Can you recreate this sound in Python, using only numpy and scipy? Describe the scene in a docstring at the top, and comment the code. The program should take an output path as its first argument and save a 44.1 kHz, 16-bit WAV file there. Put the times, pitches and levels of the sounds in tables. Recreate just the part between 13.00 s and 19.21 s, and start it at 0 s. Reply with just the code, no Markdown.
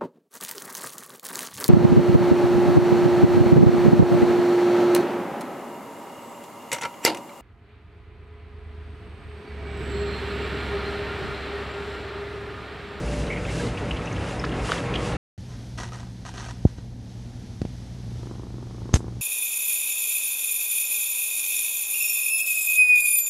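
"""Cat at a glass, kitten at a microphone

Close at a glass in a room of humming appliances, a cat laps: ringing air pockets click, nose noise puffs.
After a short silence, in a quieter room, a kitten plays with a tiny hand-held microphone:
noise and small flicks ring the grille as fur, soft pushes thump the capsule as paws, claws tick on
the mesh, and a soft purr is a train of throat pulses ringing chest and throat. Both ears hear the same."""
import sys
import numpy as np
from scipy import signal
from scipy.fft import rfft, irfft, next_fast_len
from scipy.io import wavfile
from scipy.ndimage import uniform_filter1d

SR = 44100
rng = np.random.default_rng(int(sys.argv[2]) if len(sys.argv) > 2 else 0)


def to_wav(s):
    """Save 16-bit WAV."""
    ch = np.atleast_2d(s).T  # columns
    pcm = np.round(np.clip(ch, -1, 1) * 32767)  # PCM
    wavfile.write(sys.argv[1], SR, pcm.astype(np.int16))


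N = 273861
TIME = np.arange(N) / SR
HIT_TIME = np.arange(SR // 5) / SR  # time within one short sound, s


# tongue slapping the water: start_s, peak_db (of the lowest mode), crackle_s, pitch_hz, tilt_db_per_octave
SLAPS = [(1.4395, -18, .005, 1350, -5), (1.69, -22, .007, 1050, -1), (1.7189, -10, 0.001, 1240, 2)]
# hollow between tongue, water and glass: pitch_ratio, sharpness_q, level_db (before the tilt)
HOLLOW = [(1, 2.5, 0), (1.9, 3, -10), (2.8, 3, -10)]
# air pockets popping as the tongue lifts: start_s, peak_db, pitch_hz, crackle_s, sharpness_q
POCKETS = [(.267, -35.5, 3870, 0.0033, 8), (.302, -23, 2230, 0.011, 8), (.323, -26, 2140, 0.016, 5.5),
           (.361, -27.5, 2100, 0.017, 5.5), (0.451, -28.5, 2620, 0.0032, 5.9),
           (.485, -29, 2190, 0.016, 3.3), (.596, -29.5, 1670, 0.0078, 12), (.667, -37, 4070, 0.0054, 8),
           (0.773, -27.5, 2600, 0.008, 2.7), (0.909, -21, 2800, 0.0046, 6.2),
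           (.965, -30, 2970, 0.0065, 2.8), (1.056, -40.5, 6000, .003, 9), (1.072, -29.5, 2680, .004, 16),
           (1.127, -36, 6260, .003, 9.3), (1.162, -33, 2770, .006, 2.7), (1.269, -35, 2900, .004, 7),
           (1.396, -29.5, 5330, .003, 12), (1.517, -31.5, 2930, 0.0077, 7), (1.593, -34.5, 2630, .008, 5.9),
           (1.78, -26.5, 3030, .0019, 4.3), (1.859, -32, 2420, .005, 7), (1.9397, -19.5, 2700, 0.0028, 3.1),
           (1.947, -26.5, 2400, 0.0049, 2.3), (1.955, -19.5, 3050, .004, 6.2)]
# faint wet ticks between them, at random around one size and pitch
TICKS_PER_S = 22
TICK_DB, TICK_SPREAD_DB, TICK_DB_PER_OCTAVE = -35, 1, -5
TICK_HZ, TICK_SPREAD_OCTAVES = 2400, 0.25
TICK_LENGTH_S, TICK_Q = 0.004, 5
# droplets thrown by each slap
DROPLET_COUNT, DROPLET_DELAY_S = 4, 0.012
DROPLET_DB, DROPLET_HZ, DROPLET_SPREAD_OCTAVES = -33, 2500, 0.45
FIRST_END_S = 2.168


def lapping():
    """Tongue slaps ring the hollow under it and throw droplets; air pockets pop, with faint ticks between."""
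    out = np.zeros(N)
    for s, db, length, hz, tilt_db in SLAPS:
        for ratio, q, mode_db in HOLLOW:
            level_db = db + mode_db + tilt_db * np.log2(ratio)
            add(out, s, pocket(level_db, hz * ratio, length, q))
        for delay, size, pitch in rng.standard_normal((DROPLET_COUNT, 3)):
            drop_hz = DROPLET_HZ * 2 ** (DROPLET_SPREAD_OCTAVES * pitch)
            drop = pocket(DROPLET_DB + 2 * size, drop_hz, TICK_LENGTH_S, TICK_Q)
            add(out, s + length + DROPLET_DELAY_S * abs(delay), drop)

    for s, db, hz, length, q in POCKETS:
        add(out, s, pocket(db, hz, length, q))

    for k in range(int(FIRST_END_S * TICKS_PER_S)):
        size, pitch = rng.standard_normal(2)
        octaves = TICK_SPREAD_OCTAVES * pitch
        tick_db = TICK_DB + TICK_SPREAD_DB * size + TICK_DB_PER_OCTAVE * octaves
        tick = pocket(tick_db, TICK_HZ * 2 ** octaves, TICK_LENGTH_S, TICK_Q)
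        add(out, (k + rng.random()) / TICKS_PER_S, tick)

    # the hard floor and walls return a short tail, falling 60 dB in 0.36 s
    tail = unit(rng.standard_normal(len(HIT_TIME)) * undb(-60 * HIT_TIME / 0.36))
    tail = tail / np.sqrt(len(tail))
    return out + undb(-11.0) * signal.fftconvolve(out, tail)[:N]


def pocket(db, hz, length, q):
    """A small air pocket pops, and the wet crackle after it rings the same cavity."""
    t = HIT_TIME
    ring_s = q / (2 * hz)
    onset = (1 - np.exp(-t / (0.18 * length))) ** 2
    pop = np.sin(2 * np.pi * hz * t) * np.exp(-t / ring_s) * onset
    wet = crackle(len(t), spread_db=2.0) * np.sqrt(t) * np.exp(-(t / length) ** 2 / 2)
    wet = resonate(resonate(wet, hz, q), hz, q / 2)
    return peak(peak(pop, 0) + peak(wet, 0), db)


# puffs through the cat's nose: crest_s, level_db, half_width_s (to 1/e of the power)
PUFFS = [(.15, -44, 0.11), (.585, -39.5, 0.081), (1.31, -49, 0.088), (1.72, -37.5, 0.064),
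         (2.06, -42.5, 0.057)]
# hiss of the nose: pitch_hz, density_db (per Hz, relative)
NOSE_COLOUR = [(500, -4.5), (1500, 0.5), (3000, 3), (4500, -0.5), (6200, 0), (8500, -4), (10500, -8),
               (12000, -23)]
NOSE_STEADY_DB = -51  # the flow between puffs


def nose():
    """Turbulent breath hisses over the glass in short puffs, each swelling and fading evenly."""
    power = undb(NOSE_STEADY_DB) ** 2
    for s, db, width in PUFFS:
        power = power + undb(db) ** 2 * np.exp(-((TIME - s) / width) ** 2)
    hiss = colour(rng.standard_normal(N), NOSE_COLOUR)
    return hiss * np.sqrt(power) * undb(1.0 * walk(30.07))


# strokes of fur over the grille: start_s, length_s, level_db (before grip and hairs)
STROKES = [(2.488, 0.076, -54.5), (2.774, 0.023, -36.5), (2.823, 0.008, -44), (2.923, 0.082, -45),
           (3.256, 0.043, -43.5), (3.341, 0.025, -44.5), (3.371, 0.13, -42.5), (3.668, 0.012, -49.5),
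           (3.772, 0.014, -57)]
STROKE_ATTACK_S, STROKE_RELEASE_S = 0.0086, 0.04
STROKE_CATCH_DB, STROKE_CATCH_S = -21, 0.0058  # extra pressure as hairs catch, then slide
# whiskers catching on the mesh: start_s, scrape_db (before the ring and rustle shares), length_s, snap_peak_db
SCRAPES = [(2.7765, -39, 0.014, -33), (2.8007, -34, .0035, -20), (2.809, -39, 0.0068, -28),
           (2.834, -34, 0.012, -21), (2.921, -40, 0.005, -27), (2.942, -48, .004, -34),
           (2.957, -48, .005, -34), (3.252, -34, 0.012, -26), (3.285, -38, .007, -29),
           (3.34, -37.5, 0.0061, -28), (3.371, -44, .007, -35), (3.463, -40, 0.0049, -27),
           (3.51, -35, 0.0045, -24)]
# rustle of fur: pitch_hz, density_db (per Hz, relative)
FUR_COLOUR = [(350, 12), (600, -1.5), (800, -12), (1300, -7), (1900, -12), (2400, 0.5), (3500, -0.5),
              (5000, -7), (6400, -8), (7500, -6), (10000, -12.5), (12000, -28)]
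# resonances of the grille, each set off by its own hairs: pitch_hz, sharpness_q, level_db (relative)
GRILLE = [(723, 5, 5), (988, 11, 7), (1247, 19, 5.5), (1550, 7.9, 5), (1917, 20, 4), (2950, 2.1, -1),
          (4180, 6.1, -1), (5700, 6.8, 3), (6400, 50, -1.5)]
WHISKER_RING_DB, WHISKER_RUSTLE_DB = -6.5, -15  # a stiff whisker rings the grille more than it rustles
# single hairs flicking off the wire; their level is relative to the rustle
HAIRS_PER_S, HAIR_SPREAD_DB, HAIR_MODE_SPREAD_DB, HAIR_DB = 300, 4, 3, 2


def fur():
    """Hairs slip over the grille in a grainy rustle; now and then a whisker catches, snaps free and scrapes."""
    pressure, catches, snaps = np.zeros(N), np.zeros(N), np.zeros(N)
    for s, length, db in STROKES:
        add(pressure, s, undb(db) * stroke(length))

    flick = np.exp(-HIT_TIME / 0.00018)
    ping = sum(undb(db) * resonate(flick, hz, q) for hz, q, db in GRILLE)
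    for s, db, length, snap_db in SCRAPES:
        add(catches, s, undb(db) * np.exp(-HIT_TIME / length))
        add(snaps, s, peak(ping, snap_db))

    rustle = colour(crackle(N, spread_db=3.0), FUR_COLOUR)
    rings = np.zeros(N)
    for hz, q, db in GRILLE:
        # the force jumps every 150 samples as hairs slip
        slips = undb(4.5 * np.repeat(rng.standard_normal(N // 150 + 1), 150)[:N])
        driven = resonate(crackle(N, spread_db=5.0) * slips, hz, q)
        rings += undb(db) * unit(resonate(driven, hz, q=2.2))
    rings = unit(rings)

    grip_db = 2 * np.interp(TIME * 140, np.arange(1024), rng.standard_normal(1024))
    grip = unit(undb(grip_db))
    texture = unit(unit(rustle + rings) + undb(HAIR_DB) * hairs())
    sliding = pressure * grip * texture
    scraping = catches * (undb(WHISKER_RING_DB) * rings + undb(WHISKER_RUSTLE_DB) * rustle)
    return sliding + snaps + scraping


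def stroke(length):
    """Pressure of one stroke: the hairs catch, slide on and lift off."""
    t = TIME[:SR // 2]
    attack = np.minimum(t / STROKE_ATTACK_S, 1)
    catch = 1 + undb(STROKE_CATCH_DB) * np.exp(-t / STROKE_CATCH_S)
    lift = np.exp(-np.maximum(t - length, 0) / STROKE_RELEASE_S)
    return attack * catch * lift


def hairs():
    """Single hairs flick off the wire, each ringing the grille in its own way."""
    count = int(N / SR * HAIRS_PER_S)
    at = rng.integers(0, N, count)
    size_db = HAIR_SPREAD_DB * np.clip(rng.standard_normal(count), -2, 2)
    out = np.zeros(N)
    for hz, q, db in GRILLE:
        strength = undb(size_db + HAIR_MODE_SPREAD_DB * rng.standard_normal(count))
        flicks = np.bincount(at, strength * rng.choice([-1, 1], count), N)
        out += undb(db) * unit(resonate(resonate(flicks, hz, q), hz, q=2.3))
    return unit(out)


# paw blows on the microphone: start_s, peak_db, contact_s (time scale of the push), swing_hz
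PAWS = [(2.838, -33, 0.0011, 85), (3.653, -2.5, 0.00052, 77.4), (3.785, -26.5, 0.00062, 80),
        (4.618, -15, 0.00051, 86), (4.652, -17, 0.00048, 90), (5.94, -4, 0.0011, 70)]
BODY_HZ, BODY_Q, BODY_DB = 784, 6.2, -12.5  # the microphone's housing knocks under a blow


def paws():
    """A soft pad pushes the capsule; the microphone's bass cut swings it back in a thump, the housing knocks."""
    push = np.zeros(N)
    t = HIT_TIME - 0.01  # the push crests at zero
    for s, db, contact, hz in PAWS:
        pad = 1 / np.cosh(np.clip(t / contact * 0.89, -50, 50))
        swing = resonate(resonate(pad, hz, q=1.26, kind="high"), 48, q=1.0, kind="high")
        knock = undb(BODY_DB) * BODY_Q * resonate(pad, BODY_HZ, BODY_Q)
        add(push, s + t[0], peak(swing + knock, db))
    return -push


# claws on the mesh: start_s, peak_db, mesh_share (0-1)
CLAWS = [(4.6173, -21, 0.01), (4.6527, -28, 0.01), (5.935, -23, 0.8), (5.9401, -2.5, 0.3),
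         (5.9429, -11, 0.7), (5.953, -14, 0.4), (5.956, -19, 0.2), (5.9596, -9.5, 0.17), (5.962, -14.5, 0),
         (5.969, -18.5, 0)]


def claws():
    """A claw gives a hard, gritty tick; the wire mesh rings briefly and sizzles on."""
    out, t = np.zeros(N), HIT_TIME
    for s, db, mesh_share in CLAWS:
        tick = resonate(np.exp(-t / 0.001), 4600, q=1.0, kind="low")
        grit = resonate(rng.standard_normal(len(t)), 4600, q=1.0, kind="low") * np.exp(-t / 0.005)
        mesh_hz = 6400 * (1 + 0.0082 * rng.standard_normal())
        mesh = np.sin(2 * np.pi * mesh_hz * t) * undb(-60 * t / 0.012)
        sizzle = resonate(rng.standard_normal(len(t)), 7100, q=3) * undb(-60 * t / 0.13)
        ringing = mesh_share * (peak(mesh, 2.0) + peak(sizzle, -10.0))
        add(out, s, peak(-peak(tick, 0) + peak(grit, -12.5) + ringing, db))
    return out


# pace of the purr: time_s, rate_hz (cycles per second)
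PURR_RATE = [(4.9, 26), (5.24, 26.3), (5.29, 24.6), (5.375, 23.1), (5.455, 29), (5.52, 27.2), (5.56, 23.7),
             (5.645, 22.4), (5.71, 27.3), (5.87, 27.6), (5.95, 25.6), (6.04, 27.5), (6.12, 22.3)]
# effort of the purr: time_s, gain_db
PURR_EFFORT = [(5.15, -5), (5.23, 0), (5.31, 3), (5.36, -2), (5.43, 2.5), (5.5, -7), (5.59, 1), (5.63, 0),
               (5.67, -4.5), (5.77, -3.5), (5.88, 2), (6.01, 3), (6.08, 2), (6.12, -6)]
# the kitten's throat and chest: pitch_hz, sharpness_q, gain_db
THROAT = [(322, 3.5, 5), (990, 1.16, -5.5), (1400, 2.8, -15)]
CHEST = [(110, 4.7, 4.6), (213, 1.8, 1.7)]
PURR_START_S, PURR_OPENS_S = 4.95, 5.232  # it sets in softly, then the throat opens
PURR_JITTER_S, PURR_SCATTER_DB = 0.0005, 1.2
PURR_DB, THROAT_OPEN_DB, THROAT_NARROW_DB = -20, -1, -11  # gains
CLOSING_SHARE, CLOSING_DB = 0.66, -8  # part of the cycle before it shuts; gain of the shutting pulse


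def purr():
    """The larynx snaps open and shut in uneven cycles; pulses ring chest and throat, each with a small puff."""
    pulses = np.zeros(N)
    snap = -resonate(np.exp(-HIT_TIME / 0.00039), 1350, q=0.55, kind="low")
    cycles = np.cumsum(curve(PURR_RATE)) / SR
    cycles -= np.interp(PURR_OPENS_S, TIME, cycles)
    new_cycle = np.diff(np.floor(cycles)) > 0
    starts = TIME[1:][new_cycle & (TIME[1:] > PURR_START_S)]
    for s, (late, opening, closing) in zip(starts, rng.standard_normal((len(starts), 3))):
        s = s + PURR_JITTER_S * late
        shuts = s + CLOSING_SHARE / np.interp(s, *np.transpose(PURR_RATE))
        add(pulses, min(s, TIME[-1]), snap * undb(PURR_SCATTER_DB * opening))
        add(pulses, min(shuts, TIME[-1]), snap * undb(CLOSING_DB + PURR_SCATTER_DB * closing))
    pulses = pulses * undb(PURR_DB + curve(PURR_EFFORT))

    air = resonate(rng.standard_normal(N), 990, q=1.0, kind="low")
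    puff_flow = signal.fftconvolve(pulses, np.exp(-HIT_TIME / 0.012))[:N]
    puffs = undb(-38) * air * puff_flow
    is_open = cycles > -0.25
    airflow = (pulses + puffs) * undb(np.where(is_open, THROAT_OPEN_DB, THROAT_NARROW_DB))
    throat = sum(undb(gain_db) * resonate(airflow, hz, q) for hz, q, gain_db in THROAT)
    chest = sum(undb(gain_db) * resonate(pulses, hz, q) for hz, q, gain_db in CHEST)
    # the closed mouth muffles it
    return resonate(throat + chest, 1180, q=1.05, kind="low")


# appliance tones of the first room:
# pitch_hz, level_db (rms at the start), growth_db_per_s (some tones swell, others sink)
MOTOR_TONES = [(64.3, -40, -2), (99.2, -39.5, 0.5), (123.4, -39, 0.5), (167.2, -42, 2.5),
               (255.7, -45.5, -1), (304, -53, 5.5), (480.4, -49.5, 4.5), (583, -41, -4), (813, -62.5, 5),
               (1090, -64.5, 7.5)]
# low rumble and rush of the fans: pitch_hz, density_db (per Hz, relative)
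RUMBLE_COLOUR = [(13, -39.5), (22, -25), (59, 6.5), (91, -14.5), (113, -4.5), (167, -2.5), (234, -6),
                 (481, -8.5), (500, -10.5), (650, -32.5), (1100, -120)]
AIR_COLOUR = [(200, -16.5), (400, 7), (700, 6.5), (1200, 0), (2000, -2), (2900, -9.5), (4000, -14),
              (7000, -35.5), (12000, -47.5)]
# the fans, heard by way of the glass, grow louder as the listener moves in towards it
RUMBLE_DB, FANS_DB, FANS_GROWTH_DB_PER_S = -31.5, -38.5, 1.9


def humming_room():
    """Motors hum as wavering tones over a low noise rumble and the rush of their fans."""
    rumble = colour(rng.standard_normal(N), RUMBLE_COLOUR) * undb(RUMBLE_DB + 1.9 * walk(9.29))
    fans_db = FANS_DB + FANS_GROWTH_DB_PER_S * TIME + 0.96 * walk(21.92)
    air = colour(crackle(N, spread_db=4.0), AIR_COLOUR) * undb(fans_db)
    motors = hum(MOTOR_TONES, waver_db=3, wavers_per_s=14, drift_hz=3.5, drifts_per_s=22)
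    return rumble + reflect(air) + motors


# reflections off the water, the glass and the floor: delay_s, gain (linear)
REFLECTIONS = [(.0041, 0.045), (.0093, 0.23)]
# the air in the glass: pitch_hz, sharpness_q, gain_db
GLASS = [(1290, 14, -4.5), (1670, 11, -20), (2170, 66, -16.5), (2710, 20, -1.5), (4500, 33, -15.5),
         (4960, 40, -5.5)]


def reflect(x):
    """Nearby hard surfaces comb the sound, and the air in the glass rings along."""
    out = x + sum(undb(db) * resonate(x, hz, q) for hz, q, db in GLASS)
    for delay, gain in REFLECTIONS:
        add(out, delay, gain * x)
    return out


# mains and motor hum of the second room: pitch_hz, level_db (rms, before the gain below), growth_db_per_s
MAINS_TONES = [(59.7, -46, 0.013), (105.2, -55.5, 0), (118.4, -40.5, 0), (183.5, -50, 0), (239.7, -55, 0)]
# gain of that hum: time_s, gain_db
HUM_LEVEL = [(2.4, -1), (2.85, 2.5), (3.3, -0.5), (4.25, 0), (4.5, -3.5), (4.75, 2), (5.2, 3), (5.35, -1),
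             (5.85, 3.5), (6.2, 4)]
# its rumble and hiss: pitch_hz, density_db (per Hz, relative)
QUIET_COLOUR = [(22, -17), (45, -4), (68, -7.5), (87, -1), (125, -10), (160, -9.5), (230, -9), (330, -18),
                (600, -26), (760, -24.5), (1100, -34.5), (1900, -33), (2600, -36.5), (3300, -33.5),
                (6200, -34.5), (7300, -42), (11500, -47)]
# gain of the treble of the hiss: time_s, gain_db
HISS_LEVEL = [(3.65, 0), (3.85, -2.5), (3.97, -5), (4.1, -.5), (4.35, -2), (4.7, 0), (5.3, 0), (5.48, -2.5),
              (5.9, -1.5)]
HISS_ABOVE_HZ = 900


def quiet_room():
    """Wavering mains hum, and noise split into a low rumble and a soft hiss that sinks and returns."""
    noise = colour(rng.standard_normal(N), QUIET_COLOUR) * undb(-41.5 + 0.7 * walk(5))
    low = signal.sosfiltfilt(signal.butter(2, HISS_ABOVE_HZ, fs=SR, output="sos"), noise)
    hiss = (noise - low) * undb(curve(HISS_LEVEL))
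    mains = hum(MAINS_TONES, waver_db=1.6, wavers_per_s=30, drift_hz=3, drifts_per_s=30)
    return low + hiss + mains * undb(curve(HUM_LEVEL))


def hum(tones, waver_db, wavers_per_s, drift_hz, drifts_per_s):
    """Sustained sine tones that waver in level and pitch."""
    out = np.zeros(N)
    for hz, db, growth in tones:
        turns = np.cumsum(hz + drift_hz * walk(drifts_per_s)) / SR + rng.random()
        level = undb(db + growth * TIME + waver_db * walk(wavers_per_s))
        out += np.sqrt(2) * level * np.sin(2 * np.pi * turns)
    return out


def crackle(size, spread_db):
    """Dense tiny clicks of very unequal strength; rms 1."""
    return unit(rng.standard_normal(size) * undb(spread_db * rng.standard_normal(size)))


def walk(rate):
    """Smooth random drift with an rms of 1, heading for a new value rate times a second."""
    knots = rng.standard_normal(1024)
    path = np.interp(TIME * rate, np.arange(len(knots)), knots)
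    return unit(uniform_filter1d(path, SR // 50))


def resonate(x, hz, q, kind="band"):
    """A two-pole resonance, heard as band-, low- or high-pass."""
    g = np.tan(np.pi * min(hz, SR / 2 - 1000) / SR)
    top = {"band": [g / q, 0, -g / q], "low": [g * g, 2 * g * g, g * g], "high": [1, -2, 1]}[kind]
    bottom = [1 + g / q + g * g, 2 * g * g - 2, 1 - g / q + g * g]
    return signal.lfilter(top, bottom, x + 1e-18)


def colour(x, points):
    """Shape a sound's spectrum by (Hz, dB) points, falling 24 dB per octave outside them; rms 1."""
    hz, db = np.transpose(points)
    size = next_fast_len(len(x))
    f = np.maximum(np.arange(size // 2 + 1) * SR / size, 1)
    octaves_outside = np.maximum(np.log2(hz[0] / f), 0) + np.maximum(np.log2(f / hz[-1]), 0)
    gain = undb(np.interp(np.log(f), np.log(hz), db) - 24 * octaves_outside)
    return unit(irfft(rfft(x, size) * gain, size)[:len(x)])


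def curve(rows, axis=1):
    """One column of a table, joined by straight lines in time."""
    rows = np.array(rows)
    return np.interp(TIME, rows[:, 0], rows[:, axis])


def add(out, s, x):
    """Mix a sound in at s seconds."""
    i = int(s * SR)
    out[i:i + len(x)] += x[:N - i]


def undb(db):
    """Decibels to gain."""
    return np.exp(np.asarray(db) * (np.log(10) / 20))


def unit(x):
    """Scale to rms 1."""
    return x / np.sqrt(np.mean(x ** 2))


def peak(x, db):
    """Scale to a peak level."""
    return x * undb(db) / np.abs(x).max()


SECOND_START_S = 2.378


def scene():
    """The drinking cat, a short silence, then the kitten; the same in both ears."""
    first_gate = uniform_filter1d(1.0 * (TIME < FIRST_END_S), size=128)
    drinking = (lapping() + reflect(nose()) + humming_room()) * first_gate
    playing = (fur() + paws() + claws() + purr() + quiet_room()) * (TIME > SECOND_START_S)
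    return np.tile(drinking + playing, (2, 1))


TOP_HZ = 11900


def record(dry):
    """The recorder cuts the top with a steep low-pass."""
    return signal.sosfilt(signal.ellip(8, 0.2, 70, TOP_HZ, fs=SR, output="sos"), dry)


dry = scene()
out = record(dry)
to_wav(out)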